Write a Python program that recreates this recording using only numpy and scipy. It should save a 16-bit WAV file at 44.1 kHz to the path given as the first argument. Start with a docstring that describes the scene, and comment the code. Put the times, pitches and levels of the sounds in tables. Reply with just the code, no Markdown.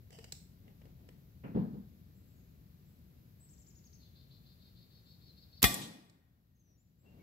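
"""In quiet woodland, an air rifle is fired at an empty can lying in dry leaves near the microphone.
The rifle clicks and scrapes as it is readied, leaves shuffle, something thumps far off and birds sing.
Then the spring lets go, the muzzle cracks, and the pellet punches the can, whose thin wall rings.
The trees echo the shot, and the loud peak turns the recorder's volume down for over a second."""
import sys
import numpy as np
from scipy import signal
from scipy.fft import rfft, irfft, next_fast_len
from scipy.io import wavfile
from scipy.ndimage import minimum_filter1d

SR = 44100
rng = np.random.default_rng(int(sys.argv[2]) if len(sys.argv) > 2 else 0)


def transcribe(signal):
    """Save signal, clipped to [-1, 1], as a 16-bit WAV file at the path in sys.argv[1]."""
    frames = np.atleast_2d(signal).T
    limited = np.clip(frames, -1, 1)
    pcm = np.round(limited * 32767).astype(np.int16)
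    wavfile.write(sys.argv[1], SR, pcm)


N = 318402
TIME = np.arange(N) / SR
STRIKE_S = 5.6405   # the pellet hits the can


def from_db(db):
    """Turn decibels into a number to multiply a sound by."""
    return 10 ** (np.asarray(db) / 20)


def rms_one(x):
    """Scale a sound so that its average power is one."""
    return x / np.sqrt(np.mean(x ** 2) + 1e-20)


def pan(db):
    """Left and right gains that make the left side louder by db."""
    return from_db([[db / 2], [-db / 2]])


def add(out, start, sound):
    """Mix a sound into out, beginning at start seconds."""
    i = round(start * SR)
    out[:, i:i + sound.shape[-1]] += sound[..., :N - i]


def noise(spectrum, size, alike_hz=480, lag_s=.0004):
    """Stereo noise shaped by (pitch [Hz], level [dB]) rows; the two sides are alike only in the bass."""
    f = np.fft.rfftfreq(size, 1 / SR) + 1e-3
    hz, db = np.transpose(spectrum)
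    octaves_outside = np.maximum(np.log2(hz[0] / f), 0) + np.maximum(np.log2(f / hz[-1]), 0)
    gain = from_db(np.interp(np.log(f), np.log(hz), db) - 24 * octaves_outside)
    right, left_only = rfft(rng.standard_normal((2, size)))
    alike = 1 / (1 + (f / alike_hz) ** 2)
    left = np.sqrt(alike) * right * np.exp(-2j * np.pi * f * lag_s) + np.sqrt(1 - alike) * left_only
    return rms_one(irfft(gain * np.array([left, right]), size))


def burst(bands, rise_s):
    """Bands of noise start together; each drops about 60 dB in its own fade time."""
    t = TIME[:2 ** 16]
    centres = [bands[0][0] / 2] + [band[0] for band in bands] + [bands[-1][0] * 1.2]
    out = 0
    for low, (hz, db, fade_s, pan_db), high in zip(centres, bands, centres[2:]):
        shape = [(low, -20), (np.sqrt(low * hz), -3), (hz, 0), (np.sqrt(hz * high), -3), (high, -20)]
        out = out + pan(pan_db) * noise(shape, len(t)) * from_db(db) * .00089 ** (t / fade_s)
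    return out * (1 - np.exp(-t / rise_s))


def woods(sound, fade_s, rise_s=.012):
    """Countless faint echoes of a sound bounce back from trunks and leaves."""
    t = TIME[:SR]
    echoes = rng.standard_normal((2, SR)) * .0016 ** (t / fade_s) * (1 - np.exp(-t / rise_s))
    return signal.fftconvolve(np.atleast_2d(sound), rms_one(echoes) / np.sqrt(SR), axes=-1)


def note(hz, taper):
    """A pure tone follows the pitches in hz; taper is the share of it spent fading in and out."""
    return np.sqrt(2) * np.sin(2 * np.pi * np.cumsum(hz) / SR) * signal.windows.tukey(len(hz), taper)


def waver(size, per_s):
    """A wobble that glides to a new random value per_s times a second."""
    targets = rng.standard_normal(SR // 10)
    return np.interp(TIME[:size] * per_s, np.arange(len(targets)), targets)


def background():
    """A distant rumble, a light breeze and a faint, even hiss."""
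    # tone of the outdoor air: (pitch [Hz], relative level [dB])
    air_tone = [(15, -54), (25, -26.5), (50, -7), (75, -2), (178, -5), (215, -11.5), (359, -23.5),
                (848, -39), (3340, -44.5), (3930, -42), (5880, -46.5), (7500, -48), (9300, -55.5),
                (12200, -36), (15500, -39.5)]
    # the rumble sinks and comes back: (time [s], level [dB])
    rumble_levels = [(0, -57.5), (2.2, -58), (5.2, -62), (7.2, -57.5)]
    air = from_db(-58.5) * noise(air_tone, next_fast_len(N))[:, :N]
    low = signal.sosfiltfilt(signal.butter(2, 450, fs=SR, output="sos"), air)
    hiss = signal.sosfiltfilt(signal.butter(2, 8000, "high", fs=SR, output="sos"), air)
    breeze = air - low - hiss
    rumble = from_db(np.interp(TIME, *np.transpose(rumble_levels))) * rms_one(low)
    return pan(3.5) * (rumble + from_db(4.3) * breeze) + pan(-.4) * from_db(2) * hiss


def clicks(snap_fade_s=.026, knock_fade_s=.035):
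    """Rifle parts and twigs click: each makes a bright snap and a duller knock, which the trees echo."""
    # the clicks: (time [s], snap level [dB], knock level [dB])
    events = [(.105, -57, -57), (.128, -57, -54), (.187, -55, -47), (.242, -47, -48), (.322, -34, -49),
              (.679, -75, -57), (.816, -75, -57), (.854, -69, -60), (1.088, -61, -52), (6.097, -49, -72)]
    # tone of the snap and of the knock: (pitch [Hz], relative level [dB])
    snap_tone = [(1500, -15), (3000, -11), (4800, 0), (6300, -9), (7800, 0), (10000, -18.5), (15000, -12)]
    knock_tone = [(150, -14), (330, -5.5), (460, 6.5), (600, -4), (760, 2), (1000, -15), (1500, -12.5),
                  (2050, -5), (2400, -11.5), (2900, -6), (3700, -23), (6000, -26)]
    out, t = np.zeros((2, N)), TIME[:SR // 5]
    for start, snap_db, knock_db in events:
        snap = from_db(snap_db - 60 * t / snap_fade_s) * pan(-3) * noise(snap_tone, len(t))
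        knock = from_db(knock_db - 60 * t / knock_fade_s) * pan(1) * noise(knock_tone, len(t))
        click = (snap + knock) * (1 - np.exp(-t / .00047))
        add(out, start, click)
        add(out, start, from_db(-8) * woods(click, fade_s=.37))
    return out


def slide(start_s=.11, length_s=.2, rough_db=4, damping=3, fade_db_per_s=35):
    """The rifle's metal parts slide: uneven rubbing makes them ring, and the hand muffles them."""
    # tones of the parts before muffling: (pitch [Hz], width [Hz], relative level [dB])
    metal_tones = [(684, 28, 0), (1970, 110, -6), (2930, 64, -1), (4860, 37, -4), (5330, 150, -4),
                   (7360, 120, -11)]
    out, size = np.zeros((2, N)), round(length_s * SR)
    rubbing = rng.standard_normal((2, size)) * from_db(rough_db * waver(size, 90))
    metal = 0
    for hz, width, db in metal_tones:
        resonance = signal.iirpeak(hz, hz / (damping * width), fs=SR)
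        metal = metal + from_db(db) * rms_one(signal.lfilter(*resonance, rubbing))
    scrape = from_db(-64 - fade_db_per_s * TIME[:size]) * rms_one(metal) * signal.windows.tukey(size, .2)
    add(out, start_s, scrape)
    add(out, start_s, from_db(-3) * woods(scrape, fade_s=.37))
    return out


def latch(start_s=.187, hz=455, db=-44.5, fade_s=.063):
    """The rifle shuts with a hollow knock from its stock, the part held against the shoulder."""
    out, t = np.zeros((2, N)), TIME[:SR // 5]
    add(out, start_s, pan(2) * from_db(db) * np.sin(2 * np.pi * hz * t) * .0011 ** (t / fade_s))
    return out


def shuffles(rise_s=.04, fade_s=.35):
    """Each soft shuffle in the leaves swells, holds and dies away."""
    # the shuffles: (time [s], length [s], level [dB])
    events = [(.63, .07, -64), (.81, .08, -64), (.97, .17, -68), (6.64, .08, -65), (7.015, .2, -58)]
    # tone of the leaves: (pitch [Hz], relative level [dB])
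    leaf_tone = [(100, -6), (170, 2), (280, 1), (450, -9), (750, -12.5), (1300, -25.5), (2600, -27),
                 (6000, -36)]
    level = 0
    for start, length, db in events:
        fade_db = 60 * np.maximum(TIME - start - length, 0) / fade_s
        level = level + from_db(db - fade_db) * np.clip((TIME - start) / rise_s, 0, 1)
    return pan(3.5) * level * noise(leaf_tone, next_fast_len(N))[:, :N]


def far_thump(knock_s=1.435, boom_s=1.544, echo_s=1.725):
    """A light knock and then a dull boom roll in from far away; the boom echoes once."""
    # noise of the knock and of the boom: (pitch [Hz], level [dB], fade time [s], left over right [dB])
    knock_bands = [(182, -43, 1, 2), (340, -49.5, 0.57, 2), (800, -55, 0.37, 1), (1400, -59.5, 0.45, 1),
                   (2500, -60.5, 0.38, 0.37), (3200, -74, .25, 0)]
    boom_bands = [(90, -47.5, .7, 2), (150, -35.5, 0.62, 1.8), (202, -28, 0.67, 2), (264, -38, .5, 2),
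                  (366, -36.5, 0.43, 2), (670, -46, 0.47, 2.5), (1290, -59, 0.66, 1),
                  (2370, -63.5, 0.36, 0), (4600, -75, 1.0, 0)]
    out = np.zeros((2, N))
    boom = burst(boom_bands, rise_s=.008)
    add(out, knock_s, burst(knock_bands, rise_s=.0055))
    add(out, boom_s, boom)
    add(out, echo_s, from_db(-18) * boom)
    return out


def far_birds(call_length_s=.06, call_hz=7550, call_glide_hz=850):
    """Far birds give short, gliding whistles; the fainter the bird, the more the trees blur it."""
    # one bird repeats a thin rising call: (time [s], level [dB])
    repeats = [(2.14, -88), (2.27, -88), (2.848, -88), (5.04, -91), (6.98, -80)]
    # other birds: (time [s], length [s], pitch [Hz], glide [Hz], level [dB])
    whistles = [(2.348, .07, 6650, -300, -87), (5.288, .035, 4100, 0, -65), (6.548, .028, 6250, -100, -77),
                (6.588, .035, 6200, -200, -70), (6.624, .13, 5880, -300, -73),
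                (6.769, .06, 7050, 1000, -72), (7.049, .062, 2750, 100, -68), (7.185, .06, 2210, -50, -73)]
    out = np.zeros((2, N))
    calls = [(start, call_length_s, call_hz, call_glide_hz, db) for start, db in repeats]
    for start, length, pitch_hz, glide_hz, db in calls + whistles:
        t = TIME[:round(length * SR)]
        scoop = 1 + .08 * np.exp(-t / .008)   # drops onto its pitch from above
        hz = pitch_hz * scoop + glide_hz * (t / length - .5)
        call = from_db(db) * note(hz + 35 * waver(len(t), 300), taper=.53)
        echo_db = 5 - .5 * (db + 88)
        add(out, start, pan(4.2) * call)
        add(out, start, from_db(echo_db) * woods(call, fade_s=.6))
    return out


def arched_notes(start_s=3.398, every_s=.0882, count=7):
    """A bird's thin notes each rise and fall in pitch, every one lower and shorter than the last."""
    song = np.zeros((1, N))
    for k in range(count):
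        length_s = np.interp(k, [0, count - 1], [.066, .032])
        top_hz = np.interp(k, [0, count - 1], [7950, 6420])
        db = np.interp(k, [0, count - 1], [-66, -65])
        depth_hz = 3200 if k else 700   # the first arch is shallow
        u = np.linspace(-1, 1, round(length_s * SR))   # position in the note, 0 at its middle
        arch_hz = top_hz - depth_hz * np.abs(u) ** 3 * (1 - .2 * u) - 220 * u
        hz = arch_hz + 90 * waver(len(u), 500)
        level = from_db(db - 4 * u * u + 2 * waver(len(u), 200))
        add(song, start_s + k * every_s, level * note(hz, taper=.12))
    return song


def buzzy_notes(start_s=3.98, every_s=.1523, length_s=.116, count=11, swing_hz=540):
    """A fast flutter in the bird's voice box makes hoarse notes, which creep up in pitch and level."""
    song = np.zeros((1, N))
    u = np.linspace(-1, 1, round(length_s * SR))   # position in the note, 0 at its middle
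    for k in range(count):
        centre_hz = np.interp(k, [0, count - 1], [4150, 4480])
        db = np.interp(k, [0, count - 1], [-69.5, -66.5])
        bend_hz = 100 * u - 480 * u * u if k else -280 * u   # the first falls; the rest arch and rise
        flutter_hz = 520 * (1 - .2 * u * u) + 40 * waver(len(u), 250)
        flutter = np.sin(2 * np.pi * np.cumsum(flutter_hz) / SR)
        hz = centre_hz + bend_hz + swing_hz * flutter + 130 * waver(len(u), 1400)
        level = from_db(db + 3 * waver(len(u), 150))
        add(song, start_s + k * every_s, level * note(hz, taper=.45))
    return song


def near_bird():
    """A small bird sings on the left; close branches blur its notes and farther trunks add a tail."""
    song = arched_notes() + buzzy_notes()
    direct = np.array([song[0], np.interp(TIME - .00047, TIME, song[0])])   # reaches the right later
    branches = from_db(-6) * woods(song, fade_s=.061, rise_s=.0017)
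    trunks = from_db(-5) * woods(song, fade_s=.55)
    return pan(5) * from_db(-3) * direct + pan(3.7) * (branches + trunks)[:, :N]


def rifle(spring_s=5.6195, crack_s=5.628):
    """The spring lets go, the muzzle cracks, and the crack scatters back from the trees."""
    # noise of the crack and of its echoes from near trees and the farthest ones:
    # (pitch [Hz], level [dB], fade time [s], left over right [dB])
    crack = [(180, -19, 0.14, -4.5), (500, -23.5, .05, -2), (1100, -20, .04, 5), (2200, -17, .035, 0),
             (4400, -8, .024, -5), (8000, -10, .028, -2.5), (13600, -6.5, .028, -5)]
    near_echo = [(70, -49, 1.0, 1.5), (190, -25.5, 0.89, 2), (420, -33, .8, 3.5), (800, -30, 0.68, 1),
                 (1400, -36, .68, 1), (2300, -32, .66, 1), (4000, -25, .6, -0.5), (7900, -24.5, .52, 1),
                 (13000, -23, .44, -1.5)]
    far_echo = [(300, -62, 1.6, 2), (750, -56, 1.8, 2), (1500, -56, 1.7, 2), (2400, -55, 1.3, 2),
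                (3800, -53, 1.1, 2)]
    out, t = np.zeros((2, N)), TIME[:SR // 10]
    spring = noise([(200, -4), (900, -4.5), (2200, 3), (5000, -4), (9000, -5.5), (14000, 2.5)], len(t))
    add(out, spring_s, from_db(-30.5) * spring * (1 - np.exp(-t / .0013)) * 1e-3 ** (t / .05))
    add(out, crack_s, burst(crack, rise_s=.0003))
    add(out, STRIKE_S, burst(near_echo, rise_s=.059))
    add(out, STRIKE_S, burst(far_echo, rise_s=.1))
    return out


def can_ring(fade_s=.23, spread=.6):
    """The struck can rings at its own natural pitches; dents split each into three close tones."""
    # the can's main tones and its low, hollow one: (pitch [Hz], width [Hz], relative level [dB])
    main_tones = [(710, 64, -5), (1160, 21, -4), (1879, 25, 1), (2060, 38, -4.5), (2450, 28, -4),
                  (2960, 50, -13.5), (3385, 29, -2), (3610, 85, -4), (3950, 27, -11), (4220, 20, -11.5),
                  (4430, 34, -10), (4930, 21, -10.5), (5210, 53, -10.5), (5820, 42, -12), (7820, 250, -7),
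                  (9120, 130, -18), (10100, 83, -17.5), (10800, 39, -15.5), (11000, 40, -13),
                  (11300, 37, -14), (11700, 35, -12.5), (12600, 120, -14.5)]
    hollow_tone = (810, 40, -12)
    t = TIME[:SR // 2]
    ring = 0
    for hz, width, db in main_tones + [hollow_tone]:
        for split, split_db in [(0, 0), (-spread, -8), (spread, -8)]:
            # left and right hear different sides of the can
            phase = rng.uniform(0, 2 * np.pi) + rng.normal(0, .7, (2, 1))
            pitch = hz + split * width * rng.uniform(.5, 1.5)
            ring = ring + from_db(db + split_db - 19) * np.sin(2 * np.pi * pitch * t + phase)
    return ring * pan(4) * 1e-3 ** (t / fade_s) * (1 - np.exp(-t / .004))


def can_buzz(count=200, db=-13, fade_s=.18, uneven_db=4):
    """The can's thin wall buzzes with many weaker tones, struck unevenly; the high ones die sooner."""
    # strength of the wall's tones: (pitch [Hz], relative level [dB])
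    wall = [(1000, -9), (2200, -1.5), (4000, 1), (6500, -4), (7800, 2.5), (9500, -7), (11500, 3),
            (15500, 0.5)]
    t = TIME[:SR // 3]
    out = 0
    for hz in np.linspace(wall[0][0], wall[-1][0], count) + rng.normal(0, 30, count):
        strength = from_db(np.interp(hz, *np.transpose(wall)) + uneven_db * rng.standard_normal((2, 1)))
        phase = rng.uniform(0, 2 * np.pi, (2, 1))
        fade = 1e-3 ** (t / fade_s * (hz / 8000) ** .16)
        out = out + strength * np.sin(2 * np.pi * hz * t + phase) * fade
    return from_db(db) * out / np.sqrt(count) * (1 - np.exp(-t / .0022))


def can(landing_s=5.7418, rattle_s=5.812):
    """The pellet punches through; the can buzzes, rings, drops into the leaves and rattles to rest."""
    # noise of the hit, landing and rattle: (pitch [Hz], level [dB], fade time [s], left over right [dB])
    punch = [(180, -12, .045, 10.5), (370, -13, .035, 8), (520, -21, .03, 4), (850, -15, .035, 5),
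             (1530, -10, .04, 8), (2530, -9, .04, 7.5), (4400, -9, .035, 2.5), (8200, -17, 0.033, 0.5),
             (13000, -9, .045, -3)]
    landing = [(1100, -42, .03, 0), (3600, -33, .03, -1), (6500, -28, .02, 0), (7700, -16, 0.023, 0),
               (9300, -29, .02, 0), (13000, -19.5, .022, -1)]
    rattle = [(2720, -50, .15, -1), (3570, -31, .17, 4), (4600, -44, .15, 1), (7900, -35, 0.2, 0)]
    # the stiff rims ring longest, faint and unsteady: (pitch [Hz], level [dB], fade time [s])
    rim_tones = [(715, -50, 1.1), (1156, -48, .85), (1882, -58, 1.85)]
    out = np.zeros((2, N))
    ring = can_ring()
    add(out, STRIKE_S, burst(punch, rise_s=.0006))
    add(out, STRIKE_S, can_buzz())
    add(out, STRIKE_S, ring)
    add(out, STRIKE_S, from_db(-12) * woods(ring, fade_s=.66))
    for hz, db, fade_s in rim_tones:
        wobble = .55 + .65 * waver(N, 35)
        rim = wobble * np.sin(2 * np.pi * hz * TIME) * 1e-3 ** (TIME / fade_s)
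        add(out, STRIKE_S, pan(3) * from_db(db) * rim)
    add(out, landing_s, burst(landing, rise_s=.00064))
    add(out, rattle_s, burst(rattle, rise_s=.012))
    return out


def puff(left_db=-5, right_db=-27, first_hz=190, last_hz=50, drop_s=.0056, fade_s=.11):
    """A puff of air from the hit shoves the microphone's nearer side: a short, falling thud."""
    out, t = np.zeros((2, N)), TIME[:SR // 4]
    hz = last_hz + (first_hz - last_hz) * np.exp(-t / drop_s)
    thud = np.sin(2 * np.pi * np.cumsum(hz) / SR) * 1e-3 ** (t / fade_s)
    add(out, STRIKE_S, from_db([[left_db], [right_db]]) * thud)
    return out


def scene():
    """All the sounds as they reach the left and right sides of the microphone."""
    handling = clicks() + latch() + slide() + shuffles()
    return rifle() + can() + puff() + handling + near_bird() + far_birds() + far_thump() + background()


def record(dry, threshold_db=-20, depth_db=10, hold_s=1.21, release_db_per_s=24, cutoff_hz=15700):
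    """Loud peaks turn the volume down; it waits, then creeps back. The highest treble is cut off."""
    level_db = 20 * np.log10(np.abs(dry).max(axis=0) + 1e-9)
    over_db = np.clip(level_db - threshold_db, 0, depth_db)
    size = int(hold_s * SR) // 2 * 2 + 1
    held_db = -minimum_filter1d(-over_db, size, origin=size // 2, mode="constant")   # biggest recent peak
    recovery_db = release_db_per_s * TIME
    turned_down_db = np.maximum.accumulate(held_db + recovery_db) - recovery_db
    rounded = .8 * np.tanh(dry * from_db(-turned_down_db) / .8)   # softens the remaining peaks
    return signal.sosfilt(signal.ellip(10, .2, 70, cutoff_hz, fs=SR, output="sos"), rounded)


dry = scene()
out = record(dry)
transcribe(out)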